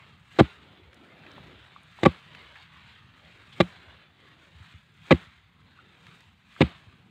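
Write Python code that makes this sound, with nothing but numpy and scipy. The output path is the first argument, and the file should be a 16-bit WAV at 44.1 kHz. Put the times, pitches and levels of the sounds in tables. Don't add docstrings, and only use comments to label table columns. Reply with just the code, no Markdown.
import sys
import numpy as np
from scipy import signal
from scipy.fft import rfft, irfft
from scipy.io import wavfile
from scipy.ndimage import uniform_filter1d, minimum_filter1d

SR = 44100
rng = np.random.default_rng(int(sys.argv[2]) if len(sys.argv) > 2 else 0)


def inscribe(sig):
    pcm = np.round(np.clip(np.atleast_2d(sig).T, -1, 1) * 32767)
    wavfile.write(sys.argv[1], SR, pcm.astype(np.int16))


N = 313110
TIME = np.arange(N) / SR
T = TIME[:SR // 2]

# start_s, length_s, crunch_db, tilt_db_per_octave,
# rattle_db, rattle_hz, trickle_db, entry_db, catch_db, stop_db, catch_after_s, pitch_ratio, softness_ratio
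CUTS = [(0.3863, 0.023, -20, -0.44, -17.5, 282, -42, -15, -6, -2.5, .0156, .95, 0.69),
        (2.0305, 0.011, -27, 2.2, -31.5, 3000, -46.5, -9, -27, -18, 0.0053, 0.9, 1.6),
        (2.052, 0.015, -28, 2.1, -17, 860, -44, -19, -5, -5, 0.01, 1.1, 0.83),
        (3.6006, 0.016, -22.5, 0.7, -25, 3700, -54, -4, -7, -18.5, 0.0078, 0.88, 1.07),
        (5.1069, .021, -15, -2.5, -22.5, 2600, -43, -6.5, -3.5, -5, .0081, 1.14, 0.91),
        (6.6056, 0.022, -23, -1, -25.5, 2260, -40.5, -1, -4, -5, .0101, 1.01, 2.07)]
# pitch_hz, level_db, fade_s (time to fall by 60 dB)
BAR_TONES = [(177.5, -16, 0.13), (331, -3.5, 0.063), (517, -5.5, 0.044), (646, -19, 0.035),
             (787.3, -7.5, 0.027), (1034, -21, 0.061), (1137, -6, 0.038), (1662, -9.5, 0.028),
             (2016, -3, 0.013), (2335, -12, .035), (3110, -29, 0.029), (3690, -15, 0.017),
             (3960, -25.5, 0.02)]
# pitch_hz, level_db, fade_s
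GROUND_TONES = [(75, -11, 0.08), (134, -6, 0.06), (175.6, -15, 0.083), (215, -1.5, 0.042),
                (305, -11, 0.068), (364, -16.5, 0.023)]
# start_s, level_db, pitch_hz, width_octaves, fade_s
TICKS = [(0.93, -45, 1870, 0.98, 0.022), (.943, -56, 5970, 1.2, 0.018), (1.264, -42.5, 2200, 0.62, 0.033),
         (1.316, -49, 4220, 0.81, 0.012), (1.380, -32.5, 635, .9, 0.021), (1.762, -43, 1120, .2, 0.04),
         (1.832, -58.5, 9000, 0.58, 0.013), (1.988, -42, 895, 0.79, 0.027),
         (2.349, -36.5, 2120, 0.81, 0.019), (2.555, -44.5, 1900, 0.74, .08), (3.525, -47, 3170, 0.48, 0.12),
         (4.285, -57, 1984, 1.2, 0.025), (5.102, -42, 1320, 0.68, .025), (5.788, -42, 1362, 0.13, 0.061),
         (6.067, -44, 1820, 1.14, 0.026), (6.206, -51.5, 2960, 1.4, .015), (6.564, -38, 1400, 0.36, 0.017)]
# start_s, level_db, pitch_hz, fade_s
BUMPS = [(0.702, -45.5, 107, 0.071), (3.87, -40.5, 77.8, 0.088), (4.546, -42, 78.2, 0.15),
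         (4.601, -32.5, 95.4, 0.068), (4.74, -33.5, 85, 0.08), (5.27, -35, 78, 0.044),
         (6.868, -35.5, 95, 0.074)]
# middle_s, length_s, rustle_db, dust_db, scuff_db
STROKES = [(-0.01, 0.28, -56.5, -77, -64), (0.745, 0.32, -61, -84.5, -60), (1.04, 0.19, -59.5, -80, -59),
           (1.334, 0.36, -55.5, -81, -54), (1.637, 0.56, -56.5, -77.5, -70.5),
           (2.393, 0.18, -50.5, -73, -59.5), (2.58, 0.13, -53, -74.5, -72.5), (2.866, 0.33, -54, -76, -74),
           (3.32, 0.3, -57, -76, -64.5), (3.84, 0.36, -56, -80.5, -61), (4.267, 0.17, -58.5, -80, -65),
           (4.445, 0.11, -59.5, -75, -64.5), (4.68, 0.24, -56, -73, -78.5), (5.86, 0.47, -62, -82.5, -69),
           (6.13, 0.22, -58, -72, -68.5), (6.319, 0.069, -71, -86, -68), (6.912, 0.35, -67, -83.5, -66)]
# pitch_hz, level_db
CRUNCH_COLOUR = [(100, -28.5), (250, -1), (550, 1), (950, -4), (1500, -11.5), (2200, -14), (3900, -12.5),
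                 (4700, -22), (5600, -34), (7000, -30.5), (8500, -36), (10000, -52), (15500, -56.5)]
RATTLE_LOWPASS = [(4000, 1), (5300, -24.5), (10000, -34.5), (16000, -47)]
RUSTLE_COLOUR = [(300, -32.5), (700, -9.5), (1200, -1), (2200, -1.5), (3800, -4.5), (4500, -14),
                 (5400, -29), (8000, -43), (15500, -47.5)]
DUST_COLOUR = [(2500, -9), (5000, -1.5), (5700, -5), (6700, -1), (8300, -3.5), (10000, -14), (12500, -18),
               (15500, -16)]
SCUFF_COLOUR = [(120, -7.5), (220, 3), (380, 3), (550, -1), (750, -1.5), (1100, -13), (2000, -41.5)]
RUMBLE_COLOUR = [(20, 2.5), (45, 4.5), (75, 4.5), (170, 4), (250, -7.5), (400, -25), (900, -44.5)]

# bar_db, ground_db, contact_ms
ENTRY, CATCH, STOP = (0.0, -13, 1.2), (0.0, -8.5, 1), (-16.5, 0.0, 1.9)
# top_db, rise_db_per_s, fall_db_per_s
MID_SWELL, HIGH_SWELL, LOW_SWELL = (-51, 92, 53), (-65.5, 100, 70), (-48.5, 490, 190)


def jolts():
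    out = np.zeros(N)
    for start_s, length_s, *_, entry_db, catch_db, stop_db, catch_after_s, pitch_ratio, softness in CUTS:
        stages = (0.0027, entry_db, ENTRY), (catch_after_s, catch_db, CATCH), (length_s, stop_db, STOP)
        for after_s, db, stage in stages:
            add(out, start_s + after_s, amp(db) * knock(stage, pitch_ratio, softness))
    return out


def knock(stage, pitch_ratio, softness):
    bar_db, ground_db, contact_ms = stage
    progress = 2 * np.pi * T / (softness * contact_ms / 1000)
    push = progress * np.exp(-progress)
    bar = amp(bar_db) * ring(BAR_TONES, detune=0.004)
    ground_tones = [(hz * pitch_ratio, db, fade_s) for hz, db, fade_s in GROUND_TONES]
    ground = amp(ground_db) * ring(ground_tones, detune=0.004)
    return signal.fftconvolve(bar + ground, push / push.sum())[:len(T)]


def crunches():
    out = np.zeros(N)
    for start_s, length_s, crunch_db, tilt, rattle_db, rattle_hz, trickle_db, *_ in CUTS:
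        sinking = np.minimum(T / length_s / 0.2, 1) ** 0.7
        stopping = np.exp(-np.maximum(T - length_s * 0.85, 0) / 0.0013)
        force = sinking * stopping * grains(len(T), per_s=9000, spread_db=5.0)
        crunch = amp(crunch_db) * evened(colour(force, CRUNCH_COLOUR, tilt))
        rattle = amp(rattle_db) * bar_rattle(force, rattle_hz)
        bite = np.sqrt(length_s / T[-1]) * (crunch + rattle)
        add(out, start_s, bite + trickle(trickle_db))
    return out


def bar_rattle(force, grit_hz):
    rub = colour(force, RATTLE_LOWPASS)
    out = np.zeros(len(T))
    for hz, db, fade_s in BAR_TONES:
        tone = signal.fftconvolve(rub, ring([(hz, 0, fade_s)]))[:len(T)]
        octaves_away = abs(np.log2(hz / grit_hz))
        out += amp(db - 12 * octaves_away) * evened(tone)
    return evened(out)


def trickle(level_db):
    earth = evened(colour(grains(len(T), per_s=3300, spread_db=-0.5), RUSTLE_COLOUR, tilt=-0.55))
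    onset = 1 - np.exp(-T / 0.0055)
    return earth * onset * amp(level_db - 60 * T / 0.55)


def ticks():
    out = np.zeros(N)
    octave = np.log2(np.fft.rfftfreq(len(T), 1 / SR) + 1)
    onset = 1 - np.exp(-T / 0.0006)
    for start_s, db, hz, width, fade_s in TICKS:
        band = 1 / (1 + ((octave - np.log2(hz)) / width) ** 2) ** 2
        grit = evened(irfft(rfft(rng.standard_normal(len(T))) * band, len(T)))
        add(out, start_s, amp(db - 60 * T / fade_s) * grit * onset)
    return out


def bumps():
    out = np.zeros(N)
    onset = 1 - np.exp(-T / 0.0048)
    for start_s, db, hz, fade_s in BUMPS:
        add(out, start_s, amp(db) * onset * ring([(hz, 0, fade_s), (hz * 0.95, -6, fade_s / 2)]))
    return out


def rustling():
    _, _, rustle_dbs, dust_dbs, scuff_dbs = np.transpose(STROKES)
    soil_gain = hiss_gain(MID_SWELL, rustle_dbs, rest_db=-74)
    dust_gain = hiss_gain(HIGH_SWELL, dust_dbs, rest_db=-88)
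    scuff_gain = hiss_gain(LOW_SWELL, scuff_dbs, rest_db=-80)
    flicker = clumps(depth_db=1.13)
    soil = soil_gain * flicker * grainy_noise(RUSTLE_COLOUR, spread_db=4.0, patchy_db=2.5)
    leaves = amp(-70) * grainy_noise(RUSTLE_COLOUR, spread_db=4.0, patchy_db=0.5)
    dust = dust_gain * flicker * grainy_noise(DUST_COLOUR, spread_db=4.5, patchy_db=1.5)
    crumbs = amp(-12) * soil_gain * colour(grains(N, per_s=54, spread_db=3.0), RUSTLE_COLOUR, tilt=1.1)
    scuff = scuff_gain * grainy_noise(SCUFF_COLOUR, spread_db=3.5, patchy_db=3.0)
    return soil + leaves + dust + crumbs + scuff


def hiss_gain(swell, stroke_dbs, rest_db):
    top_db, rise, fall = swell
    hold_s = 0.032
    swells_db = [top_db - rise * np.maximum(s - TIME, 0) - fall * np.maximum(TIME - s - hold_s, 0)
                 for s, *_ in CUTS]
    stroke_power = sum(amp(db) ** 2 * np.exp(-(2 * (TIME - middle_s) / length_s) ** 2)
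                       for (middle_s, length_s, *_), db in zip(STROKES, stroke_dbs))
    return np.sqrt(amp(rest_db) ** 2 + amp(np.max(swells_db, axis=0)) ** 2 + stroke_power)


def clumps(depth_db):
    drift = uniform_filter1d(uniform_filter1d(rng.standard_normal(N), size=700), size=150)
    return evened(amp(depth_db * evened(drift)))


def rumble():
    return amp(-58.5) * grainy_noise(RUMBLE_COLOUR, spread_db=-1.0, patchy_db=3.0)


def grainy_noise(points, spread_db, patchy_db):
    noise = colour(grains(N, per_s=12000, spread_db=spread_db), points)
    spectrum = signal.stft(noise, nperseg=1024, noverlap=768)[2]
    patches = rng.standard_normal(spectrum.shape)
    for _ in range(2):
        patches = uniform_filter1d(uniform_filter1d(patches, size=3, axis=0), size=12, axis=1)
    spectrum *= amp(patchy_db * evened(patches))
    return evened(signal.istft(spectrum, nperseg=1024, noverlap=768)[1][:N])


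def grains(count, per_s, spread_db):
    size = amp(spread_db * np.minimum(rng.exponential(1, count), 4)) * rng.choice([-1, 1], count)
    return evened(size * (rng.random(count) < per_s / SR))


def ring(tones, detune=0):
    return sum(amp(db - 60 * T / fade_s) * np.cos(2 * np.pi * hz * (1 + detune * rng.standard_normal()) * T)
               for hz, db, fade_s in tones)


def colour(sound, points, tilt=0, size=4096):
    octave = np.log2(abs(np.fft.fftfreq(size, 1 / SR)) + 1)
    hz, db = np.transpose(points)
    curve_db = np.interp(octave, np.log2(hz), db) + tilt * (octave - np.log2(hz).mean())
    response = np.exp(np.conj(signal.hilbert(np.log(amp(curve_db)))))
    taps = np.fft.ifft(response).real
    return signal.oaconvolve(sound, taps[:size // 2])[:len(sound)]


def amp(db):
    return 10 ** (np.asarray(db) / 20)


def evened(sound):
    return sound / np.sqrt(np.mean(sound ** 2) + 1e-20)


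def add(mix, start_s, sound):
    part = mix[max(round(start_s * SR), 0):][:len(sound)]
    part += sound[:len(part)]


def scene():
    background = rustling() + rumble()
    return (crunches() + jolts() + ticks() + bumps() + background)[None]


def record(dry):
    low_cut = signal.butter(6, 66, "highpass", fs=SR, output="sos")
    thin = signal.sosfilt(low_cut, dry) + amp(-36.5) * dry
    safe_gain = np.minimum(1, 0.86 / (abs(thin) + 1e-9))
    held_gain = minimum_filter1d(safe_gain, size=121)
    smooth_gain = uniform_filter1d(uniform_filter1d(held_gain, size=61), size=61)
    high_cut = signal.firwin(511, 15700, window=("kaiser", 9), fs=SR)
    return signal.oaconvolve(thin * smooth_gain, high_cut[None], "same")


dry = scene()
out = record(dry)
inscribe(out)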